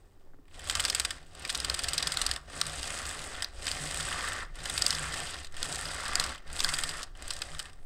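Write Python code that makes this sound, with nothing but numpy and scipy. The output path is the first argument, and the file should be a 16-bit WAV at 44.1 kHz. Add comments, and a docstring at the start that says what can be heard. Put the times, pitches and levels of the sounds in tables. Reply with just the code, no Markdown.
"""Model tank on a cloth-covered table

A brick-built model tank is rolled back and forth by hand in a quiet room, after a few finger taps on its hull.
Track links snap over the sprocket teeth, up to about twenty times a second: bursts of clicks ring plastic modes.
Smaller contacts rattle between the snaps and stir hull and table top; the table booms and sways in the bass.
Steady noise of room and microphone lies below, and two faint tones glide up at the end."""
import sys
import numpy as np
from scipy import signal
from scipy.fft import rfft, irfft
from scipy.io import wavfile

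SR = 44100
rng = np.random.default_rng(int(sys.argv[2]) if len(sys.argv) > 2 else 0)


def attenuation_scalar(level_db):
    """Turn a level in dB into a linear amplitude multiplier (20 dB per decade)."""
    decades = np.asarray(level_db, float) / 20
    return 10 ** decades


def log_audio(samples):
    """Write samples as a 16-bit WAV file to the path given in sys.argv[1]."""
    # one column per channel
    frames = np.atleast_2d(samples).T
    # limit to full scale, then quantise
    limited = np.clip(frames, -1, 1)
    pcm = np.round(limited * 32767).astype(np.int16)
    wavfile.write(sys.argv[1], SR, pcm)


N = 346317

# modes of the table top: (frequency [Hz], width [Hz], relative level [dB])
TABLE_MODES = [(200, 44, -15), (269.4, 31, -8), (331, 94, -9.5), (413, 270, -6.5), (577, 180, 0.5),
               (740, 147, 2), (856, 350, -9.5)]
# modes of the hollow hull: (frequency [Hz], width [Hz], relative level [dB])
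HULL_MODES = [(1160, 150, -7.5), (1377, 170, -6.5), (1588, 117, -8.5), (1816, 104, -6.5), (2053, 340, -5.5)]
# low ring of the plastic links: (frequency [Hz], width [Hz], relative level [dB])
LOW_MODES = [(2520, 740, -1), (3092, 340, -5), (3390, 180, -10.5), (3750, 330, -6)]
# middle ring of the links: (frequency [Hz], width [Hz], relative level [dB])
MIDDLE_MODES = [(4160, 430, -9.5), (4814, 360, -4.5), (5075, 360, -13), (5140, 980, -9.5), (5750, 3100, -4)]
# bright ring of the links: (frequency [Hz], width [Hz], relative level [dB])
BRIGHT_MODES = [(6970, 940, -5.5), (7900, 410, -5), (8266, 630, 0.5), (8800, 1200, -10), (9490, 900, -9.5)]
# topmost edge of the ring: (frequency [Hz], width [Hz], relative level [dB])
EDGE_MODES = [(12260, 1800, 9), (13700, 1300, -17), (14300, 1200, -16), (13900, 1200, -48)]

FULL_SPEED_DB = -45  # rattle of a brisk stroke


def rms_one(x):
    """Scales a signal to rms 1."""
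    return x / np.sqrt(np.mean(x ** 2) + 1e-20)


def drift(rate_hz):
    """Slow chance: noise through two equal one-pole lowpasses at this rate, rms 1."""
    r = np.exp(-2 * np.pi * rate_hz / SR)
    noise = rng.standard_normal(N + 9000)
    return rms_one(signal.lfilter([1], [1, -2 * r, r * r], noise)[9000:])


def controls(rows):
    """Columns of a curve table, interpolated per sample."""
    s, *columns = np.transpose(rows)
    return [np.interp(np.arange(N) / SR, s, c) for c in columns]


def ring(clicks, hz, width_hz):
    """A unit click sets a dying sine of starting height 1 ringing; a wider mode dies sooner."""
    r, w = np.exp(-np.pi * width_hz / SR), 2 * np.pi * hz / SR
    return signal.lfilter([0, np.sin(w)], [1, -2 * r * np.cos(w), r * r], clicks + 1e-18)


def within(modes, x):
    """Plastic meets plastic softly: little is heard far above or below the ringing range."""
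    band_hz = [0.7 * modes[0][0], 1.15 * modes[-1][0]]
    return signal.sosfilt(signal.butter(3, band_hz, "band", fs=SR, output="sos"), x)


def rattle(modes, per_s, uneven_db, clumps, shift_db=0):
    """Random contacts in clumps stir every mode; the favoured modes shift as the load moves. Rms 1."""
    happens = rng.random(N) < per_s / SR
    size_db = uneven_db * np.minimum(rng.exponential(1, N), 4) + clumps
    sizes = attenuation_scalar(size_db) * happens
    out = np.zeros(N)
    for hz, width_hz, db in modes:
        favour = attenuation_scalar(db + shift_db * drift(6.0))
        contacts = sizes * rng.standard_normal(N)
        out += favour * np.sqrt(width_hz) * ring(contacts, hz, width_hz)
    return rms_one(within(modes, out))


def strike(modes, seconds, shape_db, rms_db, length_s, colour_db):
    """Bursts of contacts ring the modes, each favouring other ones, set to its rms level over its length."""
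    at = np.minimum(seconds * SR, N - 1).astype(int)
    colour = colour_db * rng.standard_normal((len(at), 1, len(modes)))
    luck = rng.standard_normal((len(at), at.shape[1], len(modes)))

    def sound(gain):
        out = np.zeros(N)
        for k, (hz, width_hz, db) in enumerate(modes):
            heights = gain * attenuation_scalar(db + colour[..., k]) * luck[..., k]
            out += ring(np.bincount(at.ravel(), heights.ravel(), N), hz, width_hz)
        return within(modes, out)

    # a first pass finds the power of each burst, a second corrects its gain
    gain = attenuation_scalar(shape_db + rms_db)
    energy = np.cumsum(sound(gain) ** 2)
    span = (length_s * SR).astype(int) + 30
    start = at[:, :1]
    heard = (energy[np.minimum(start + span, N - 1)] - energy[start]) / span
    return sound(gain * attenuation_scalar(rms_db) / np.sqrt(heard))


def motion():
    """Levels [dB] of links, hull and treble through all strokes, dropping while the tracks stand still."""
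    # before the first push: (time [s], rattle [dB], hull over rattle [dB], treble over rattle [dB])
    at_rest = (0.0, -78.5, 3, -1)
    # one list per push or pull of the hand; rattle grows with speed:
    # (time [s], rattle [dB], hull over rattle [dB], treble over rattle [dB])
    strokes = [
        [(0.45, -85, 5, -7), (0.544, -60, -1, -4), (0.718, -45, -0.5, -5.5), (0.848, -44, 1, -1),
         (0.908, -47, -2, -5), (0.964, -48, 2, 2.5), (1.134, -53.5, 1.5, -2), (1.26, -66, -1, -10)],
        [(1.28, -67.5, -1, -3), (1.408, -51.5, -0.5, -8), (1.596, -45.5, -2, -7), (1.666, -46, -0.5, -2.5),
         (2.044, -45, 0, -4.5), (2.212, -44.5, 3.5, -3), (2.336, -46, 1, -2), (2.43, -64, 8, -3)],
        [(2.45, -59, 2, -6), (2.562, -49, 1, -0.5), (2.714, -46, -0.5, -1), (2.8, -45, -2, 0.5),
         (3.074, -46.5, 3, 0), (3.302, -49, 0.5, -1), (3.424, -50.5, 5, -4.5), (3.52, -63, 3, -3)],
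        [(3.54, -57.5, -3, -6), (3.66, -45.5, -1, -1.5), (3.802, -45, -0.5, 1), (3.852, -44, -2, 1),
         (4.1, -42.5, 0.5, -2.5), (4.256, -43, 5.5, -2.5), (4.386, -45.5, 3.5, -4), (4.5, -57.5, 10, -7)],
        [(4.52, -58.5, 2.5, -5), (4.64, -47.5, 2.5, -2), (4.786, -42.5, 0, 2), (4.838, -42, 1, 0),
         (5.098, -44, 3.5, -2), (5.188, -42.5, -0.5, -1), (5.388, -47.5, -1, -3.5), (5.5, -64, 5, -7)],
        [(5.52, -61.5, 5.5, -9), (5.63, -44, -0.5, -3), (5.778, -46.5, 1, 0.5), (6.114, -43.5, 4, -5),
         (6.184, -42.5, 4.5, -5), (6.308, -44, 0.5, -4.5), (6.42, -64, 5, -13)],
        [(6.44, -61.5, 5, -11), (6.572, -47, 0.5, 3), (6.704, -46, 5.5, 1), (6.79, -47, 3.5, 1.5),
         (6.882, -47.5, 2, 1.5), (7.006, -47.5, 4.5, -2), (7.13, -74, 7, -8)],
        [(7.16, -62, 1, -5), (7.254, -52.5, 0.5, -5), (7.384, -53, 0, -4), (7.472, -52.5, -0.5, -4),
         (7.544, -54, 3.5, 0), (7.7, -62, 5.5, -2), (7.85, -71, 4, -3)],
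    ]
    # the hand turns round: (stop [s], restart [s], drop [dB])
    halts = [(0.3, 0.541, 2.5), (1.205, 1.34, 1), (2.398, 2.48, 7.5), (3.477, 3.568, 3), (4.46, 4.549, 9.5),
             (5.48, 5.544, 5.5), (6.385, 6.465, 5), (7.055, 7.155, 3), (7.72, 7.9, 5.5)]
    settle_s, catch_s = 0.025, 0.0069
    link, hull, bright = controls([at_rest] + [row for stroke in strokes for row in stroke])
    for stop, restart, drop_db in halts:
        corners_s = [stop - settle_s, stop, restart - catch_s, restart]
        link = link - np.interp(np.arange(N) / SR, corners_s, [0, drop_db, drop_db, 0])
    return link, link + hull, link + bright


def hush():
    """Steady noise of room and microphone, coloured in the spectrum."""
    # shape of the hush: (frequency [Hz], relative density [dB])
    air = [(53, -31), (90, -9.5), (114, -10.5), (170, -20), (256, -20), (390, -15), (570, -30),
           (1180, -29.5), (1600, -42), (7500, -45.5), (12000, -50), (15500, -43), (16400, -59)]
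    points_hz, db = np.transpose(air)
    hz = np.maximum(np.fft.rfftfreq(N, 1 / SR), 1)
    colour = attenuation_scalar(np.interp(np.log(hz), np.log(points_hz), db))
    noise = irfft(rfft(rng.standard_normal(N)) * colour, N)
    return attenuation_scalar(-65) * rms_one(noise)


def whistle():
    """Two thin tones at a fixed pitch ratio glide up together at the end."""
    start_s, start_hz, rise_hz_per_s, level_db = 7.79, 8500, 15000, -76
    upper_ratio, upper_db = 1.235, -4  # upper tone against the lower
    t = np.maximum(np.arange(N) / SR - start_s, 0)
    phase = 2 * np.pi * (start_hz * t + rise_hz_per_s * t ** 2 / 2)
    fade_in = np.minimum(t / 0.012, 1)
    return attenuation_scalar(level_db) * fade_in * (np.sin(phase) + attenuation_scalar(upper_db) * np.sin(upper_ratio * phase))


def bass():
    """The table top booms and thumps under the weight, and the whole frame sways and heaves."""
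    # boom of the table top: (frequency [Hz], width [Hz], relative level [dB])
    boom_modes = [(120, 30, -17), (153, 10, 0)]
    # thump of the table top: (frequency [Hz], width [Hz], relative level [dB])
    thump_modes = [(64.6, 10.6, -4.5), (86, 33, -6.5)]
    # sway of the frame: (frequency [Hz], width [Hz], relative level [dB])
    sway_modes = [(26.7, 7.7, -1), (36.6, 30, 1)]
    # slower heave of the frame: (frequency [Hz], width [Hz], relative level [dB])
    heave_modes = [(9, 8.5, 0.5), (14, 33, 2.4)]
    # course of the boom: (time [s], level [dB])
    boom_level = [(0.0, -72), (0.06, -85), (0.83, -59.5), (1.22, -68.5), (2.08, -51), (2.49, -67),
                  (2.53, -52.5), (3.26, -59.5), (3.48, -73), (3.82, -48.5), (4.44, -61), (5.18, -47.5),
                  (5.46, -73), (5.73, -48), (6.01, -62), (6.21, -52.5), (6.43, -74), (6.52, -57.5),
                  (6.95, -55.5), (7.06, -69), (7.54, -58.5), (7.85, -72)]
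    # course of the frame's motion, before it wavers: (time [s], sway [dB], heave [dB])
    frame_level = [(0.0, -31, -69), (0.08, -56.5, -54), (2.41, -49, -53.5), (3.45, -60.5, -58.5),
                   (3.54, -48.5, -52.5), (5.42, -53, -57.5), (5.64, -66, -44.5), (5.77, -54, -70),
                   (6.08, -55, -43.5), (7.45, -49, -38), (7.63, -42, -51), (7.85, -49, -43)]
    boom_db, = controls(boom_level)
    # at full speed -49 dB; follows 0.45 of the rattle's swing and wavers by 1 dB
    thump_db = -49 + 0.45 * (motion()[0] - FULL_SPEED_DB) + 1 * drift(3.3)
    sway_db, heave_db = (db + 4 * drift(1.56) for db in controls(frame_level))
    parts = [(boom_db, boom_modes), (thump_db, thump_modes), (sway_db, sway_modes), (heave_db, heave_modes)]
    return sum(attenuation_scalar(db) * rattle(modes, per_s=980, uneven_db=2.0, clumps=0) for db, modes in parts)


def taps():
    """A fingertip lands softly in a few contacts and stirs table and hull."""
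    # finger taps before the first push: (time [s], deep table [dB], upper table [dB], hull [dB])
    tap_rows = [(0.258, -68, -68, -84), (0.27, -67, -64, -80), (0.287, -73, -68, -85),
                (0.301, -82, -74, -82), (0.333, -61, -67, -65), (0.342, -62, -67, -67),
                (0.385, -59, -73, -71)]
    s, deep, upper, hull = np.transpose(tap_rows)[:, :, None]
    seconds = s + 0.0037 * np.sort(rng.random((len(tap_rows), 4)), axis=1)
    flat, length_s = np.zeros_like(seconds), np.full_like(s, 0.0084)
    parts = [(TABLE_MODES[1:4], deep), (TABLE_MODES[4:], upper), (HULL_MODES, hull)]
    return sum(strike(modes, seconds, flat, db, length_s, colour_db=3.0) for modes, db in parts)


def rolling():
    """Small contacts of links, wheels and cloth ring each part; jolts shake all parts at once."""
    link_db, hull_db, bright_db = motion()
    hull, link, bright = attenuation_scalar([hull_db, link_db, bright_db])
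    # the table rumbles at -49.5 dB at full speed and follows 0.71 of the rattle's swing
    table = attenuation_scalar(-49.5 + 0.71 * (link_db - FULL_SPEED_DB))
    jolts = drift(70)
    links = LOW_MODES + MIDDLE_MODES
    tank = hull * rattle(HULL_MODES, 1200, 1.3, 1.2 * jolts + 0.2 * drift(60), shift_db=1.5)
    tank += link * rattle(links, 2000, 0.53, 0.57 * jolts + 0.25 * drift(60), shift_db=0.44)
    tank += bright * rattle(BRIGHT_MODES, 2800, 2.5, 1.8 * jolts + 2.1 * drift(60), shift_db=-0.4)
    tank += bright * attenuation_scalar(-22.5) * rattle(EDGE_MODES, 5000, 1.5, 1.2 * jolts)
    # lone sharp ticks
    tank += bright * attenuation_scalar(-5.0) * rattle(links + BRIGHT_MODES, 110, 3.3, 0)
    return tank + table * rattle(TABLE_MODES, 1200, 1.8, 0.59 * jolts, shift_db=1.23)


def small_snaps():
    """Rows like the loud snaps, at random moments, as strong as the speed allows."""
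    count, spread_db = 220, 3.5
    over_rattle_db = (-0.3, 1.5, -0.5)  # middle, low and bright ring
    s = rng.random(count) * (N - 1) / SR
    rattle_db = motion()[0][(s * SR).astype(int), None]
    levels = rattle_db + over_rattle_db + spread_db * rng.standard_normal((count, 3))
    length_ms = rng.uniform(0.72, 4.8, count)
    return np.column_stack([s, levels, length_ms])


def snaps():
    """A link seats in a burst of tiny contacts that swells fast and leaves a ragged tail."""
    # snaps that stand out: (time [s], middle ring [dB], low ring [dB], bright ring [dB], length [ms])
    loud_snaps = [(0.4538, -79, -69, -76, 3.4), (0.4804, -72, -64, -71, 6.6), (0.5104, -74, -62, -72, 5.9),
                  (0.5435, -68, -54, -62, 6.8), (0.5512, -65, -55, -65, 5.3), (0.593, -64, -47, -46, 4.6),
                  (0.642, -63, -60, -44, 1.1), (0.6727, -51, -43, -42, 5.1),
                  (0.6975, -26.5, -27.5, -29.5, 3.1), (0.7082, -42, -36, -35, 5.3),
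                  (0.7519, -30, -30.5, -30.5, 5.1), (0.796, -34, -29, -32.5, 7.3),
                  (0.8018, -30, -39, -27, 4), (0.8387, -38, -36, -38, 4.9),
                  (0.8507, -24.5, -31, -29.5, 4.7), (0.8814, -42, -35, -37, 7.8),
                  (0.8992, -23.5, -33, -30.5, 3.7), (0.927, -45, -37, -43, 2.6),
                  (0.948, -28.5, -29.5, -25.5, 4.8), (0.9976, -28.5, -30, -25.5, 4.9),
                  (1.049, -29.5, -30, -30.5, 5), (1.1062, -36.5, -33.5, -36, 5.4),
                  (1.3502, -53, -51, -47, 2.7), (1.3953, -61, -56, -48, 4.7), (1.422, -49, -53, -48, 3.8),
                  (1.4496, -37, -35, -42, 5.2), (1.476, -50, -50, -42, 3), (1.4932, -37, -32, -39, 6.6),
                  (1.4994, -33, -34, -32.5, 5.9), (1.526, -48, -57, -41, 6.7), (1.547, -34, -34, -35, 7.5),
                  (1.5523, -27.5, -52, -39, 2.1), (1.5748, -43, -54, -34, 1.7),
                  (1.6012, -30, -37, -30.5, 2.1), (1.646, -31, -33, -32.5, 5.7),
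                  (1.6979, -23.5, -30, -30.5, 1.85), (1.7421, -37, -34, -32, 4.4),
                  (1.7462, -28.5, -41, -33, 1.84), (1.7913, -33.5, -35, -33, 5),
                  (1.8359, -35, -39, -33.5, 3.9), (1.8413, -30, -34, -34, 3.6),
                  (1.8843, -30, -34.5, -31, 4.9), (1.8875, -34, -45, -34, 5.8),
                  (1.9327, -33.5, -38, -31.5, 7.6), (1.9791, -24.5, -34, -30.5, 4.2),
                  (2.0259, -28, -33.5, -33, 4), (2.0708, -25, -32, -34, 2.26),
                  (2.075, -34, -32, -28.5, 1.9), (2.1195, -30, -38, -34, 3.7),
                  (2.1214, -31, -35, -31.5, 3.4), (2.1397, -49, -50, -37, 2.4),
                  (2.171, -27, -31.5, -30.5, 3.6), (2.1847, -46, -45, -44, 2.4),
                  (2.215, -27, -31, -29, 5.5), (2.264, -24.5, -34, -25.5, 2.9),
                  (2.3127, -24, -31.5, -31, 2.15), (2.3617, -35, -36.5, -37, 2.14),
                  (2.6137, -21, -28, -27, 1.85), (2.666, -38, -39, -35.5, 3.1),
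                  (2.6967, -42, -38.5, -57, 2.1), (2.8294, -33.5, -39, -38, 2.4),
                  (2.8745, -40, -52, -38, 3.3), (2.9032, -45, -36, -50, 1.9),
                  (3.0651, -51, -52, -38.5, 4.1), (3.4224, -31.5, -35, -34.5, 5),
                  (3.4444, -27, -38, -46.5, 1.9), (3.6674, -32, -32, -33.5, 2.64),
                  (3.6785, -33, -30, -38, 4.2), (3.7146, -27, -37, -33.5, 2.4),
                  (3.9114, -37, -39, -36, 1.3), (3.944, -46, -36, -31.5, 1.6), (3.973, -42, -47, -31, 1.8),
                  (4.0511, -47, -39, -42, 1.9), (4.0869, -49, -36.5, -36, 1.97),
                  (4.2838, -45, -51, -37.5, 5.5), (4.5555, -55, -56, -51, 4.9),
                  (4.6028, -49, -47, -55, 5.6), (4.6557, -38, -37.5, -38.5, 5.5),
                  (4.6972, -39, -34, -32, 4.0), (4.778, -24.5, -30.5, -32, 2.2),
                  (4.8209, -20, -31, -24.5, 2.17), (4.864, -17.5, -33, -24, 2.2),
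                  (4.8794, -48, -49, -36, 7.1), (4.9056, -22, -34, -29, 2.1), (4.9264, -37, -35, -40, 5.9),
                  (4.949, -30, -47, -43, 1.9), (5.141, -48, -57, -34.5, 1.13), (5.2022, -40, -35, -36, 1.5),
                  (5.4454, -44, -46, -49, 4.2), (5.4694, -49, -53, -52, 3.6), (5.5228, -60, -59, -54, 3.7),
                  (5.542, -52, -51, -55, 2), (5.5667, -51, -44, -44, 4.2), (5.6287, -28, -37, -30.5, 2.2),
                  (5.7249, -35, -47, -34, 2.03), (5.7462, -36, -58, -37, 1.1), (5.7568, -38, -48, -34, 1.6),
                  (5.8113, -40.5, -50, -34, 1.9), (5.8539, -36, -42, -57, 4.9),
                  (6.0806, -42, -45, -36.5, 2.9), (6.1543, -21, -30, -23.5, 2.34),
                  (6.1976, -22.5, -33.5, -28.5, 3.3), (6.2391, -33, -39, -35.5, 6.0),
                  (6.2635, -39, -56, -35, 1.1), (6.3413, -55, -51, -54, 3), (6.3783, -57, -51, -56, 6),
                  (6.4757, -54, -61, -63, 2.5), (6.529, -47, -63, -39, 2.7), (6.5919, -35, -38, -40, 5.4),
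                  (6.6036, -23.5, -30, -33, 1.8), (6.6387, -40, -35, -28.5, 6.5),
                  (6.6449, -20.5, -27, -27.5, 1.9), (6.6886, -34, -38, -35, 9.2),
                  (6.7374, -32, -31.5, -31.5, 4.5), (6.7406, -31.5, -47, -35, 6.8),
                  (6.786, -38, -33, -31, 5.4), (6.8358, -31, -32.5, -30.5, 5.1),
                  (6.8906, -36, -39, -38.5, 7.2), (7.03, -37, -45, -41, 5.5), (7.151, -66, -55.5, -68, 8),
                  (7.1731, -61, -70, -52, 1.1), (7.223, -51, -46, -44, 3.7), (7.2788, -51, -50, -39, 4.9),
                  (7.305, -32, -36, -34.5, 5.9), (7.3087, -50, -37, -36, 2.76),
                  (7.3343, -43, -53, -40, 4.7), (7.3645, -45, -44, -44, 4.4), (7.3901, -51, -53, -43, 1.5),
                  (7.4183, -32, -33, -35.5, 4.1), (7.517, -49, -46, -51, 1), (7.5483, -51, -42, -58, 2.8),
                  (7.5924, -36.5, -38.5, -38, 6), (7.5974, -38, -36, -38.5, 3.7),
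                  (7.6272, -49, -59, -45, 1.6), (7.6554, -54, -47, -52, 5.4),
                  (7.6968, -56, -53.5, -64, 2.6), (7.731, -60, -61, -59, 4.8)]
    rows = np.vstack([loud_snaps, small_snaps()])
    s, middle, low, bright, length_ms = rows.T[:, :, None]
    link_db, hull_db, _ = (db[(s * SR).astype(int)] for db in motion())
    hull = low - 6.5 + 0.69 * (hull_db - link_db)  # a loaded hull knocks more
    # 30 contacts, delays in snap lengths, ever sparser
    late = 2.3 * (np.arange(30) + rng.random((len(rows), 30))) ** 1.4 / 30 ** 1.3
    length_s = np.clip(length_ms, 0.5, 10) / 1000
    swell_db = -9 * np.exp(-late * length_s / 0.0002)
    shape_db = -9.0 * late + swell_db
    edge = np.maximum(middle - 3.0, bright) - 17
    parts = [(MIDDLE_MODES, middle), (LOW_MODES, low), (BRIGHT_MODES, bright), (HULL_MODES, hull),
             (EDGE_MODES, edge)]
    seconds = s + late * length_s
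    return sum(strike(modes, seconds, shape_db, db, length_s, colour_db=4.0) for modes, db in parts)


def room(x):
    """A dense tail of dull reflections that starts after 4 ms."""
    t60_s, wall_cut_hz = 0.3, 5000
    t = np.arange(SR // 2) / SR
    tail = rng.standard_normal(len(t)) * attenuation_scalar(-60 * t / t60_s) * (t > 0.004)
    tail = signal.lfilter(*signal.butter(1, wall_cut_hz, fs=SR), tail)
    return signal.fftconvolve(x, tail / np.sqrt(np.sum(tail ** 2)))[:N]


def table_bounce(x):
    """The bounce off the table top cancels a band of the direct sound."""
    dip_hz, dip_width_hz, dip_share = 2280, 126, 0.87
    band = signal.lfilter(*signal.iirpeak(dip_hz, dip_hz / dip_width_hz, fs=SR), x)
    return x - dip_share * band


def scene():
    """Tank on its table, in the room, as one channel."""
    tank = table_bounce(rolling() + snaps() + taps())
    mix = tank + attenuation_scalar(-22) * room(tank) + bass() + whistle() + hush()
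    return mix[None]


def band_limit(x):
    """A steep low-pass at the top of the band."""
    return signal.sosfilt(signal.butter(12, 16810, fs=SR, output="sos"), x)


def record(dry):
    """The microphone's top treble is cut steeply, 50 dB down from 17.1 kHz."""
    mix = signal.sosfilt(signal.cheby2(10, 50, 17100, fs=SR, output="sos"), dry)
    return band_limit(mix)


dry = scene()
out = record(dry)
log_audio(out)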